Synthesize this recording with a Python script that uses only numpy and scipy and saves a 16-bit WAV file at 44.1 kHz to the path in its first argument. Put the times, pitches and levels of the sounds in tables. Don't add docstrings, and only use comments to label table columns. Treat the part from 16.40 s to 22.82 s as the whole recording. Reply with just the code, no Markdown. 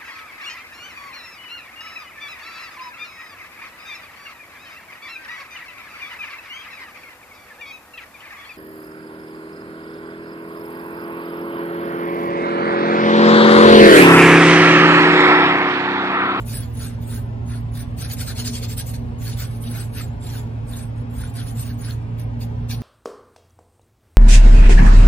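import sys
import numpy as np
from scipy import signal
from scipy.io import wavfile
from scipy.ndimage import uniform_filter1d

SR = 44100
rng = np.random.default_rng(int(sys.argv[2]) if len(sys.argv) > 2 else 0)


def dump_mix(stems):
    frames = np.atleast_2d(stems).T
    limited = np.clip(frames, -1, 1)
    pcm = np.round(limited * 32767).astype(np.int16)
    wavfile.write(sys.argv[1], SR, pcm)


def natural_amplitude(level_db):
    exponent = np.asarray(level_db, float) / 20
    return 10 ** exponent


N = 283122


def evened(x):
    return x / np.sqrt(np.mean(np.abs(x) ** 2) + 1e-20)


def unit(power):
    return power / power.mean(0)


def read(points, hz, order=1):
    table = np.transpose(points)
    return np.interp(np.log(hz + 1), np.log(table[0] + 1), table[order])


def resonance(hz, centre_hz, width_hz):
    return 1 / (1 + (2 * (hz - centre_hz) / width_hz) ** 2) ** 2


def drift(rate_hz, t):
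    rates = np.geomspace(rate_hz / 20, rate_hz, 20)
    return evened(sum(np.sin(2 * np.pi * (f * t + rng.random())) / np.sqrt(f) for f in rates))


def blotches(shape, frames, bins):
    x = uniform_filter1d(rng.standard_normal(shape[::-1]), frames, 0)
    return evened(uniform_filter1d(x, bins, 1)).T


def pair(a, b, hz, same, left, lead):
    c = np.clip(read(same, hz), -1, 1)[:, None]
    lean = natural_amplitude(read(left, hz) / 2)[:, None]
    late = np.exp(-1j * read(lead, hz))[:, None]
    return np.array([a * lean, (c * a * late + np.sqrt(1 - c ** 2) * b) / lean])


# f/Hz, level/dB
AIR_SPECTRUM = [(22, -38), (40, -5.5), (85, 0), (140, -3), (172, -8), (195, -19.5), (300, -19.5),
                (850, -21.5), (1200, -30.5), (2500, -37.5), (4500, -47.5), (5300, -50), (12500, -63.5),
                (13600, -69)]
AIR_DB = -32
# f/Hz, width/Hz, level/dB rms
DUCT = [(229.7, 31.5, -43.5), (273.2, 7.1, -46.5), (419, 32, -54)]
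# f/Hz, likeness/1
AIR_SAME = [(30, 0.985), (130, 0.96), (290, 0.83), (640, 0.37), (1400, 0.53), (3100, 0.2), (7000, 0.9)]
# f/Hz, L-R/dB
AIR_LEFT = [(40, -6.5), (110, 1.5), (220, -2), (500, 2), (2000, 1.2), (6000, 0.5)]
# f/Hz, lead/rad
AIR_LEAD = [(30, 0.12), (110, -0.27), (340, .5), (700, 3), (1120, 1.5), (2200, 4), (4000, 8)]


def air():
    hz, t, z = signal.stft(rng.standard_normal((2, N)), SR, nperseg=4096)
    power = natural_amplitude(2 * AIR_DB) * unit(natural_amplitude(2 * read(AIR_SPECTRUM, hz)))
    for f, width_hz, db in DUCT:
        power += natural_amplitude(2 * db) * unit(resonance(hz, f, width_hz))
    swell_db = 0.33 * drift(1.15, t)
    z = pair(*z, hz, AIR_SAME, AIR_LEFT, AIR_LEAD) * np.sqrt(power)[:, None] * natural_amplitude(swell_db)
    standing_db = 2.24 * blotches(z.shape[1:], 8, 4)
    z *= natural_amplitude(standing_db * (hz[:, None] > 300))
    return signal.istft(z, SR, nperseg=4096)[1][:, :N]


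# f/Hz, level/dB rms, wander/dB, L-R/dB
TONES = [(54.64, -41, -1.5, 1), (74.3, -51, 6.5, -10), (92.5, -48.5, 0, -3), (110.6, -53, -2.5, -5),
         (114.35, -29.5, 0.9, -3.5), (127.8, -67, -13, -25), (229.6, -48, 3, 0)]
# f/Hz, level re load/dB, wander/dB
BUZZ = [(238.2, 0.5, 0.5), (241.3, -9.5, 0.5)]
# t/s, buzz level/dB rms
BUZZ_LOAD = [(0.0, -43), (0.79, -39.5), (0.82, -54), (0.97, -40), (1.55, -38), (1.63, -53), (2.07, -33.5),
             (2.47, -45), (2.61, -34), (3.04, -51), (3.31, -34.5), (3.36, -45.5), (4.9, -40), (4.95, -62),
             (5.35, -36.5), (5.78, -62), (5.95, -38), (6.42, -39)]
BEAT_TOP_S = 2.72


def hum():
    t, out = np.arange(N) / SR, np.zeros((2, N))
    coarse_t = t[::500]
    for hz, db, wander_db, lean_db in TONES:
        level = natural_amplitude(db + wander_db * np.interp(t, coarse_t, drift(2.48, coarse_t)))
        tone = np.sqrt(2) * level * np.sin(2 * np.pi * (hz * t + rng.random()))
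        out += tone * natural_amplitude(np.array([[0.5], [-0.5]]) * lean_db)
    load_db = np.interp(t, *np.transpose(BUZZ_LOAD))
    for hz, db, wander_db in BUZZ:
        level = natural_amplitude(load_db + db + wander_db * np.interp(t, coarse_t, drift(6.0, coarse_t)))
        phase = 2 * np.pi * hz * (t - BEAT_TOP_S) + np.array([[0.35], [0]])
        out += np.sqrt(2) * level * np.sin(phase)
    return out


def room(x, t60_s=0.14, wet_db=-10):
    t = np.arange(SR // 3) / SR
    tail = rng.standard_normal((2, len(t))) * natural_amplitude(-60 * t / t60_s) * (t > 0.004)
    tail /= np.linalg.norm(tail[0])
    return x + natural_amplitude(wet_db) * signal.fftconvolve(x, tail, axes=1)[:, :N]


# t/s, peak level/dB, f/Hz, t60/s
TAPS = [
    (3.2393, -34, 3160, 0.015),
    (3.6074, -27.5, 1280, 0.024),
    (4.837, -25.5, 1470, 0.018),
    (5.5077, -24.5, 4230, 0.014),
]
# t/s, peak level/dB, f/Hz, t60/s
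THUMP = [
    (4.761, -22, 55.6, 0.29),
]
# t/s, peak level/dB
TICKS = [
    (1.5823, -35),
    (1.699, -21.5),
    (5.7963, -31.5),
]


def knocks():
    out, t = np.zeros((2, N + SR)), np.arange(SR) / SR
    for s, db, hz, t60_s in TAPS + THUMP:
        ring = np.sin(2 * np.pi * hz * t) + 0.29 * np.sin(2 * np.pi * 1.6 * hz * t)
        ring *= natural_amplitude(db - 60 * t / t60_s) * (1 - np.exp(-t * hz))
        start = round(s * SR)
        out[:, start:start + SR] += ring * natural_amplitude(np.array([[1.2], [-1.2]]))
    for s, db in TICKS:
        snap = rng.standard_normal((2, SR)) * natural_amplitude(db - 7 - 60 * t / 0.026)
        start = round(s * SR)
        out[:, start:start + SR] += snap
    return out[:, :N]


# t/s, length/s, weave level/dB, tips re weave/dB, cloth re weave/dB
SWEEPS = [(-0.104, 0.17, -52.5, 8, -3.5), (0.035, 0.22, -40.5, 2.5, -4.5), (0.169, 0.12, -47.5, -2, -6),
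          (0.313, 0.24, -44.5, 2.5, -3.5), (0.487, 0.092, -55, -9, -1), (0.635, 0.22, -47.5, 3.5, -0.5),
          (1.037, 0.2, -48.5, 1, -0.5), (1.301, 0.18, -46, 1.5, -4.5), (2.77, 0.23, -41.5, -0.5, -9.5),
          (2.94, 0.16, -40, 1, -1.5), (3.03, 0.2, -54, 3, -14), (3.185, 0.18, -48.5, 6.5, -8),
          (3.236, 0.28, -44, 2.5, -1.5), (3.505, 0.18, -41, -1, -4), (3.785, 0.19, -45.5, -0.5, -9),
          (3.867, 0.19, -45, 2, -5.5), (4.233, 0.28, -48.5, 2, -1), (4.533, 0.12, -61.5, 0.5, 6),
          (4.676, 0.29, -50, 1.5, -1), (4.914, 0.16, -42.5, -2.5, -4.5), (5.016, 0.14, -50.5, 5.5, -6),
          (5.131, 0.16, -46, 5.5, -16), (5.213, 0.15, -48.5, 3.5, -3), (5.36, 0.24, -45, -1, -2)]
# t/s, length/s, weave level/dB, tips re weave/dB, cloth re weave/dB
RUBS = [(0.595, 0.077, -55, 3.5, -10), (1.557, 0.15, -38, 0, -6), (1.671, 0.098, -39.5, 4, -6.5),
        (1.752, 0.12, -38.5, 2, -7.5), (1.841, 0.11, -37.5, -1, -4), (1.935, 0.12, -34, -4, -13.5),
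        (2.028, 0.093, -30, -4, -14.5), (2.101, 0.12, -35, -1, -25), (2.197, 0.088, -36.5, -5, -20),
        (2.265, 0.1, -39.5, 1.5, -21), (2.358, 0.082, -35, 0, -17), (2.431, 0.12, -48.5, 8, -19),
        (2.526, 0.051, -41, -1, -21), (5.76, 0.1, -52.5, 0, -13), (5.989, 0.071, -45, 1.5, -16),
        (6.278, 0.094, -34, -4, -14.5)]


def stroked(t, db, sharp, late, offset_db):
    start, length = np.transpose(SWEEPS + RUBS)[:2, :, None]
    progress = np.clip((t - start) / length, 0, 1)
    arch = abs(np.sin(np.pi * progress ** late)) ** sharp
    return (natural_amplitude(2 * (db + offset_db))[:, None] * arch).sum(0) + 1e-12


# f/Hz, level/dB
WEAVE = [(500, -6.5), (1100, -19), (1900, -9), (2500, -4), (3100, -6.5), (3700, -1), (4500, -15),
         (6000, -29)]
# f/Hz, level/dB
RASP = [(2500, -46), (3700, -11), (4300, 4.5), (5300, 0.5), (6500, -4), (7500, -14), (9000, -40)]
# f/Hz, level/dB
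TIPS = [(5000, -12.5), (6800, 2.5), (8300, 3.5), (10000, 4), (12000, 0), (13400, 1), (15000, 1),
        (16000, -10.5)]
# f/Hz, likeness/1
STROKE_SAME = [(600, 0.76), (1500, 0.98), (3000, 0.92), (5000, 0.54), (7000, 0.095), (15000, 0.084)]
# f/Hz, L-R/dB
STROKE_LEFT = [(1000, 4), (2400, 0), (4400, 2.5), (8000, -0.4)]
# f/Hz, lead/rad
STROKE_LEAD = [(600, -4.4), (1700, 0.23), (2800, 1.36), (4200, 1.86), (5900, 3.5), (7600, 4.5)]
# sharpness, lateness exponent, offset/dB
WEAVE_ARCH, TIPS_ARCH, CLOTH_ARCH = (5, 0.96, 0.25), (4.17, 0.85, 0.25), (6.3, 0.99, -0.67)
RASP_DB, RASP_PER_DB, FULL_SCRUB_DB = -0.3, 0.17, -26
LINGER_S, LINGER_DB = 0.054, -16


def brush(tick_db=3.0, patchy_db=3.5, flicker_db=1.2, cloth_hz=1520, cloth_width_hz=560, tail=0.12):
    ticks = rng.standard_normal((2, N)) * natural_amplitude(tick_db * np.minimum(rng.exponential(1, N), 5))
    hz, t, z = signal.stft(evened(ticks), SR, nperseg=256, noverlap=192)
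    scrub_db, tips_db, drum_db = np.transpose(SWEEPS + RUBS)[2:]
    scrub = stroked(t, scrub_db, *WEAVE_ARCH)
    drum = stroked(t, scrub_db + drum_db, *CLOTH_ARCH)
    tips = stroked(t, scrub_db + tips_db, *TIPS_ARCH)

    rasp_db = RASP_DB + RASP_PER_DB * (10 * np.log10(scrub) - FULL_SCRUB_DB)
    rasp = np.clip(natural_amplitude(2 * rasp_db), 0.05, 0.9)
    power = np.outer(unit(natural_amplitude(2 * read(WEAVE, hz))), 1 - rasp)
    power += np.outer(unit(natural_amplitude(2 * read(RASP, hz))), rasp)
    power *= scrub
    power += np.outer(unit(resonance(hz, cloth_hz, cloth_width_hz)), drum)
    power += np.outer(unit(natural_amplitude(2 * read(TIPS, hz))), tips)

    power = signal.lfilter([1 - tail], [1, -tail], power)
    keep = np.exp(-(t[1] - t[0]) / LINGER_S)
    power += natural_amplitude(2 * LINGER_DB) * signal.lfilter([1 - keep], [1, -keep], power)

    patches = blotches(power.shape, 16, 2)
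    flicker = evened(uniform_filter1d(rng.standard_normal(len(t)), 6))
    z = pair(*z, hz, STROKE_SAME, STROKE_LEFT, STROKE_LEAD) * np.sqrt(power)
    z *= natural_amplitude(patchy_db * patches + flicker_db * flicker)
    return signal.istft(z, SR, nperseg=256, noverlap=192)[1][:, :N]


def scene():
    return air() + hum() + room(brush() + knocks())


# f/Hz, whistle chance/1, hole chance/1
THRIFT = [(5300, 0., 0.), (6200, 0., .05), (7200, .06, .55), (8200, .2, .35), (9000, .08, .5),
          (9800, .28, .18), (12000, .25, .45), (13400, .08, .75), (14500, .22, .4), (15500, .1, .7)]
# f/Hz, level re neighbours/dB
ROUNDED_AWAY = [(300, -26.5), (1000, -3.5), (4000, -5.5), (7000, -3.5), (12000, -3.5)]
BAND_HZ, GAP_HZ, TOP_HZ = 750, 9170, 15840


def thrifty_link(x, uneven_db=3.5, whistle_db=17.0, whistle_hz=70, gap_db=-30):
    mid_side = [x[0] + x[1], x[0] - x[1]]
    hz, t, z = signal.stft(mid_side, SR, nperseg=2048, noverlap=1536)
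    band = ((hz + 120) // BAND_HZ).astype(int)
    half = ((hz + 120) // (BAND_HZ / 2)).astype(int)
    luck = rng.random((len(t) // 4 + 2, 4, half.max() + 1))
    luck = np.repeat(luck, 4, 0)[:len(t)].transpose(1, 2, 0)

    treble = (abs(z[:, 180:300]) ** 2).mean((0, 1))
    treble_db = 10 * np.log10(uniform_filter1d(treble, 30) + 1e-12)
    short = (0.5 + luck[3, 0]) * np.interp(treble_db, [-68, -58], [1.15, 0.7])

    fate = np.where(luck[2] < 0.5, luck[0], luck[:2])
    whistle = fate[:, band] < short * read(THRIFT, band * BAND_HZ)[:, None]
    wide = np.where(luck[3, band] < 0.5, fate[:, band], fate[:, half])
    side_risk = np.array([1, 1.7])[:, None, None]
    hole = 1 - wide < short * read(THRIFT, hz, order=2)[:, None] * side_risk

    edge = natural_amplitude(whistle_db) * np.exp(-((hz - band * BAND_HZ) / whistle_hz) ** 2)[:, None]
    kept = ~hole * natural_amplitude(uneven_db * (2 * luck[3, half] - 1) * (hz > 6500)[:, None])
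    faint_loss = np.interp(hz, [5200, 6000, 12600, 13200], [0, 0.2, 0.2, 0.65])
    faint = wide > faint_loss[:, None]
    power = uniform_filter1d(abs(z) ** 2, 25, 1)
    loud = power.sum(0) > natural_amplitude(2 * -84)
    gain = np.where(loud, np.where(whistle, edge, kept), faint)
    gain *= abs(z) ** 2 > power * natural_amplitude(2 * read(ROUNDED_AWAY, hz))[:, None]

    notch = 1 - (1 - natural_amplitude(gap_db)) * np.exp(-((hz - GAP_HZ) / 170) ** 4)
    gain *= (notch * (hz < TOP_HZ))[:, None]
    mid, side = signal.istft(z * gain, SR, nperseg=2048, noverlap=1536)[1][:, :N]
    return np.array([mid + side, mid - side]) / 2


def top_cut(x):
    return signal.sosfilt(signal.butter(12, 16410, fs=SR, output="sos"), x)


def record(dry):
    mix = thrifty_link(dry)
    return top_cut(mix)


dry = scene()
out = record(dry)
dump_mix(out)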